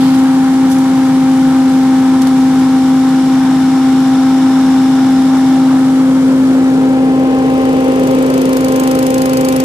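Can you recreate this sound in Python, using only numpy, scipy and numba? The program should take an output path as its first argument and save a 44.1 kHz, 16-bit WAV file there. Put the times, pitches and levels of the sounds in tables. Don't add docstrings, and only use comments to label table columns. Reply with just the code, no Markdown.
import sys
import numpy as np
from scipy import signal
from scipy.fft import rfft, irfft, next_fast_len
from scipy.io import wavfile
from scipy.ndimage import uniform_filter1d, map_coordinates
from numba import njit

SR = 44100
rng = np.random.default_rng(int(sys.argv[2]) if len(sys.argv) > 2 else 0)


def unload_wav(signal):
    wavfile.write(
        sys.argv[1],
        SR,
        np.round(np.clip(np.atleast_2d(signal).T, -1, 1) * 32767).astype(np.int16),
    )


N = 425124
BLADES_PER_FIRING = 10

# (frequency [Hz], left minus right [dB])
BAG_PAN = [(100, 0.9), (300, 1.03), (650, 1), (1000, 1.2), (1700, 3.8), (2500, 0.1), (3400, -4.3),
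           (4500, 0), (5900, 6), (7500, -2), (9000, -6), (10000, -13), (15000, -12)]
SIDE_PAN = [(100, -2), (350, -1), (500, 6), (700, 4.5), (1400, 13.5), (2300, 10), (4400, -0.5), (6000, 3.5),
            (7500, -4), (9000, -10), (15000, -9.5)]


def undb(db):
    return 10 ** (np.asarray(db) / 20)


def curves(table):
    times, *columns = np.transpose(table)
    return [np.interp(np.arange(N) / SR, times, column) for column in columns]


def at(points, hz):
    known_hz, value = np.transpose(points)
    return np.interp(np.log(np.maximum(hz, 1)), np.log(known_hz), value)


def wobble(rate):
    hold = max(int(SR / rate), 1)
    steps = np.repeat(rng.standard_normal(N // hold + 1), hold)
    return 1.3 * uniform_filter1d(uniform_filter1d(steps, hold), hold)[:N]


def noise(colour, pan):
    # (frequency [Hz], likeness [0-1])
    likeness = [(60, .97), (300, 1), (650, 0.72), (1400, 0.88), (3100, 0.29), (6500, .05), (15000, .02)]
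    size = next_fast_len(N)
    hz = np.arange(size // 2 + 1) * SR / size
    mid, side = rfft(rng.standard_normal((2, size)))
    alike, sign = at(likeness, hz), np.array([[1], [-1]])
    spectrum = mid * np.sqrt(1 + alike) + sign * side * np.sqrt(1 - alike)
    roll_off = 1 / (1 + (colour[0][0] / (hz + 1)) ** 6) / (1 + (hz / colour[-1][0] / 1.2) ** 8)
    gain = roll_off * undb(at(colour, hz) + sign * at(pan, hz) / 2)
    x = irfft(spectrum * gain, size)[:, :N]
    return x / np.sqrt(np.mean(x ** 2))


def resonate(x, hz, width_hz):
    return signal.lfilter(*signal.iirpeak(hz, hz / width_hz, fs=SR), x)


def shadow_db(place, behind_db, beside_db, edge, width):
    uncovered = .5 + .5 * np.tanh((place - edge) / width / 2)
    return behind_db + (beside_db - behind_db) * uncovered


def beam_db(place, off_db, on_db, centre, width):
    return off_db + (on_db - off_db) * np.exp(-((place - centre) / width) ** 2)


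def tone(cycle, place, firing_hz, multiple, db):
    pan_db = at(BAG_PAN, multiple * firing_hz) + shadow_db(place, .19, -1.1, edge=.73, width=.04)
    gain = undb(db + pan_db * np.array([[1], [-1]]) / 2)
    return gain * np.sin(2 * np.pi * (multiple * cycle + rng.random()))


def fan(cycle, place, firing_hz, hum_boost_db=3, overtone_boost_db=3.5):
    # (time [s], level [dB])
    hum = [(0, -8), (.9, -9), (2, -8), (3.8, -9), (4.4, -8), (6.5, -8.1), (7.4, -11), (8.5, -11.5),
           (9, -12.5), (9.64, -12.5)]
    # (behind bag [dB], beside engine [dB], edge [place], width [place])
    overtones = [(-35.7, -16.2, .68, .15), (-27.5, -27.8, .8, .05), (-42, -32, .645, .02)]
    # (time [s], overtone [number], change [dB], half-length [s])
    echoes = [(1.3, 2, 3.5, .5), (3.64, 2, -6.5, 0.28), (5.102, 2, -4.5, 0.42), (6.3, 2, 2.5, .4),
              (7.93, 2, 2.5, 0.32), (6.3, 3, -15, 0.31), (7.498, 3, 3.5, .35), (8.38, 3, -14, 0.18),
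              (1.6, 4, -1, .5), (5.8, 4, -8, .25), (8.1, 4, -5, 0.32)]
    t = np.arange(N) / SR
    hum_db = curves(hum)[0] + hum_boost_db + .19 * wobble(30)
    out = tone(cycle, place, firing_hz, BLADES_PER_FIRING, hum_db)
    for k, shadow in enumerate(overtones, 2):
        echo_db = sum(db * np.exp(-((t - s) / half_s) ** 2) for s, n, db, half_s in echoes if n == k)
        db = shadow_db(place, *shadow) + overtone_boost_db + echo_db + .54 * wobble(30)
        out += tone(cycle, place, firing_hz, k * BLADES_PER_FIRING, db)
    return out


def engine(cycle, place, firing_hz, rough_db=.3, boost_db=3.5):
    # (multiple of the firing rate, behind bag [dB], beside engine [dB])
    tones = [(2, -51, -43), (3, -48, -40.5), (5, -37.5, -34), (6, -31.5, -33.5), (7, -38, -36),
             (11, -36.5, -41), (12, -41, -31), (16, -46.5, -37), (22, -54, -38.5), (24, -46.5, -42),
             (26, -47, -43.5), (32, -42, -47), (34, -42, -57), (48, -52, -41.5), (50, -42.5, -48),
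             (70, -48.5, -60)]
    out = 0
    for multiple, behind_db, beside_db in tones:
        db = shadow_db(place, behind_db, beside_db, edge=.52, width=.11) + rough_db * wobble(26)
        out = out + tone(cycle, place, firing_hz, multiple, db + boost_db)
    return out


def airflow(cycle, place, surge_depth=.074, flicker_db=.76):
    # (frequency [Hz], relative level [dB])
    rumble_colour = [(25, -33), (42, -30), (65, -17), (105, -12.5), (150, -3), (210, -5.5), (320, -1),
                     (400, -15), (560, -22), (900, -47)]
    roar_colour = [(200, -18.5), (300, -18), (380, -6), (480, -4), (560, -9), (640, -20.5), (800, -24),
                   (1200, -31), (2000, -46)]
    rush_colour = [(400, -21), (560, -4.5), (700, -2), (830, 0), (1000, -1.5), (1130, -5), (1350, -4.5),
                   (1700, -8.5), (2000, -15), (2700, -19), (5000, -51)]
    cloth_colour = [(1200, -17), (2250, 3.5), (2600, -7.5), (2900, 0), (3500, 0), (4400, -1.5),
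                    (5400, -3.5), (6500, -5), (7600, -4.3), (10000, -10.5), (12000, -15), (14500, -24)]
    fin_colour = [(700, -25), (1400, -7), (1800, -3), (2300, -1), (3000, -1), (3800, -7), (5000, -8.5),
                  (9000, -15), (15000, -29)]
    rumble = undb(-23.5) * noise(rumble_colour, BAG_PAN)
    roar = undb(beam_db(place, -34.5, -18, centre=.8, width=.35)) * noise(roar_colour, SIDE_PAN)
    rush_db = -25.5 - 2 * place
    cloth_db = shadow_db(place, -31.6, -39.5, edge=.615, width=.024) - 4 * place
    rush = undb(rush_db + flicker_db * wobble(25)) * noise(rush_colour, BAG_PAN)
    cloth = undb(cloth_db + .5 * flicker_db * wobble(80)) * noise(cloth_colour, BAG_PAN)
    fins = undb(shadow_db(place, -56, -30.2, edge=.535, width=.08)) * noise(fin_colour, SIDE_PAN)
    surge = 1 + surge_depth * np.cos(4 * np.pi * (cycle - .06))
    return rumble + roar + surge * (rush + cloth + fins)


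@njit
def moving_band(x, hz, width_share):
    out, band_state, low_state = np.empty(len(x)), 0., 0.
    for i in range(len(x)):
        step = np.tan(np.pi * hz[i] / SR)
        band = (band_state + step * (x[i] - low_state)) / (1 + step * (step + width_share))
        band_state = 2 * band - band_state
        low_state += 2 * step * band
        out[i] = width_share * band
    return out


def ground_echo(x, width_share=.27):
    # (time [s], frequency [Hz], depth [0-1])
    dip = [(0, 630, 0.7), (2.5, 617, 0.74), (4.5, 540, 0.7), (5.4, 560, 0), (6.2, 830, 0.16),
           (7.3, 1350, 0.48), (8.8, 1600, 0)]
    hz, depth = curves(dip)
    return x - depth * np.array([moving_band(channel, hz, width_share) for channel in x])


def housing(place):
    # (frequency [Hz], filter width [Hz], relative level [dB], left minus right [dB])
    modes = [(2867, 170, -3, 0), (3620, 380, 3.3, -4), (5370, 950, 4.5, 2.5), (7300, 800, -5, 0)]
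    out = 0
    for hz, width_hz, db, pan_db in modes:
        ring = resonate(resonate(rng.standard_normal((2, N)), hz, width_hz), hz, width_hz)
        out = out + undb(db + np.array([[pan_db], [-pan_db]]) / 2) * ring / ring.std()
    return undb(beam_db(place, -61, -43.3, centre=.22, width=.185)) * out


def hiss_and_leaves(rise_s=.0017):
    # (time [s], level [dB], fade time [s], share of dull noise [0-1])
    bursts = [(.005, -28.5, .15, .9), (.143, -34, .015, .2), (.186, -31, .007, 0), (.698, -29, .02, 0),
              (.712, -28.5, .03, .1), (.782, -30.5, .015, 0), (1.36, -37, .012, 0), (2.216, -25, .016, .2),
              (2.27, -26, .012, .3), (2.37, -36, .03, 0), (2.594, -28, .008, .3), (5.37, -33, .02, .1),
              (7.05, -40, .015, 0)]
    # (frequency [Hz], relative level [dB])
    crisp_colour = [(1500, -23), (3500, 4), (7000, 6), (11000, 1), (14500, -9)]
    dull_colour = [(1500, -8), (3000, 0), (4800, 1), (6000, -14), (12000, -14)]
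    t, crisp, dull = np.arange(N) / SR, 0, 0
    for s, db, decay_s, share in bursts:
        age = np.maximum(t - s, 0)
        swell = undb(db) * np.minimum(age / rise_s, 1) * np.exp(-age / decay_s)
        crisp += np.sqrt(1 - share) * swell
        dull += np.sqrt(share) * swell
    flicker = undb(2 * wobble(900))
    return flicker * (crisp * noise(crisp_colour, BAG_PAN) + dull * noise(dull_colour, BAG_PAN))


def thuds(hz=45, width_s=.02):
    # (time [s], level [dB])
    hits = [(.48, -42), (1.47, -34)]
    t = np.arange(N) / SR
    return sum(undb(db) * np.exp(-((t - s) / width_s) ** 2) * np.sin(2 * np.pi * hz * (t - s))
               for s, db in hits)


def exhaust(cycle, place, firing_hz, open_s=.0026, tail_s=.015, tail_db=-11.6):
    # (frequency [Hz], relative level [dB])
    gas_colour = [(600, -5), (1500, -2.5), (3800, -2), (4700, -.5), (5700, 1), (6500, 1), (8000, -0.5),
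                  (9900, -2), (11000, -3.5), (12500, -1), (14000, -1)]
    # (frequency [Hz], width [Hz], relative level [dB])
    modes = [(4580, 150, 1.5), (6550, 250, -7), (7900, 270, -6), (10000, 240, -9)]
    age = cycle % 1 / firing_hz
    spit = (age / open_s * np.exp(1 - age / open_s)) ** 2
    tail = undb(tail_db) * np.minimum(age / open_s, 1) ** 2
    tail *= np.exp(-np.maximum(age - 2 * open_s, 0) / tail_s)
    firing = np.floor(cycle - np.floor(cycle[0])).astype(int)
    strength, *ring_mix = rng.standard_normal((firing[-1] + 1, 1 + len(modes))).T
    gas = undb(1.6 * strength[firing]) * (spit + tail) * noise(gas_colour, SIDE_PAN)
    rings = sum(resonate(gas * undb(db + 4.6 * mix)[firing], hz, width_hz)
                for (hz, width_hz, db), mix in zip(modes, ring_mix))
    return undb(shadow_db(place, -46, -18.7, edge=.775, width=.074)) * (gas + rings)


def scene(valve_opens_s=8.9109):
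    # (time [s], blades passing [Hz])
    speed = [(0, 263.5), (.8, 263.55), (1.1, 263.05), (2.4, 262.05), (4.1, 263.1), (5.9, 263.2),
             (7.5, 262.7), (8.4, 261.85), (9.64, 261.35)]
    # (time [s], place [0 behind the bag, 1 beside the engine], left delay [s])
    path = [(0, 0, 0.000084), (2, .1, 0.000048), (4.2, 0.18, .00001), (5.5, 0.28, .00003),
            (6.3, .5, .00012), (7.2, 0.66, 0.00018), (8, .8, .00024), (8.8, .92, .00027), (9.64, 1, 0.0003)]
    blade_hz, = curves(speed)
    place, delay_s = curves(path)
    cycle = np.cumsum(blade_hz) / BLADES_PER_FIRING / SR
    cycle -= cycle[int(valve_opens_s * SR)]
    firing_hz = np.mean(blade_hz) / BLADES_PER_FIRING
    tones = fan(cycle, place, firing_hz) + engine(cycle, place, firing_hz)
    air = ground_echo(airflow(cycle, place)) + housing(place)
    left, right = tones + air + exhaust(cycle, place, firing_hz) + hiss_and_leaves() + thuds()
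    late_left = map_coordinates(left, [np.arange(N) - delay_s * SR], order=3, mode="nearest")
    return np.array([late_left, right])


def record(dry, ceiling=.96, top_hz=14700):
    rounded = dry / (1 + (dry / ceiling) ** 16) ** (1 / 16)
    return signal.sosfilt(signal.ellip(8, .2, 70, top_hz, fs=SR, output="sos"), rounded)


dry = scene()
out = record(dry)
unload_wav(out)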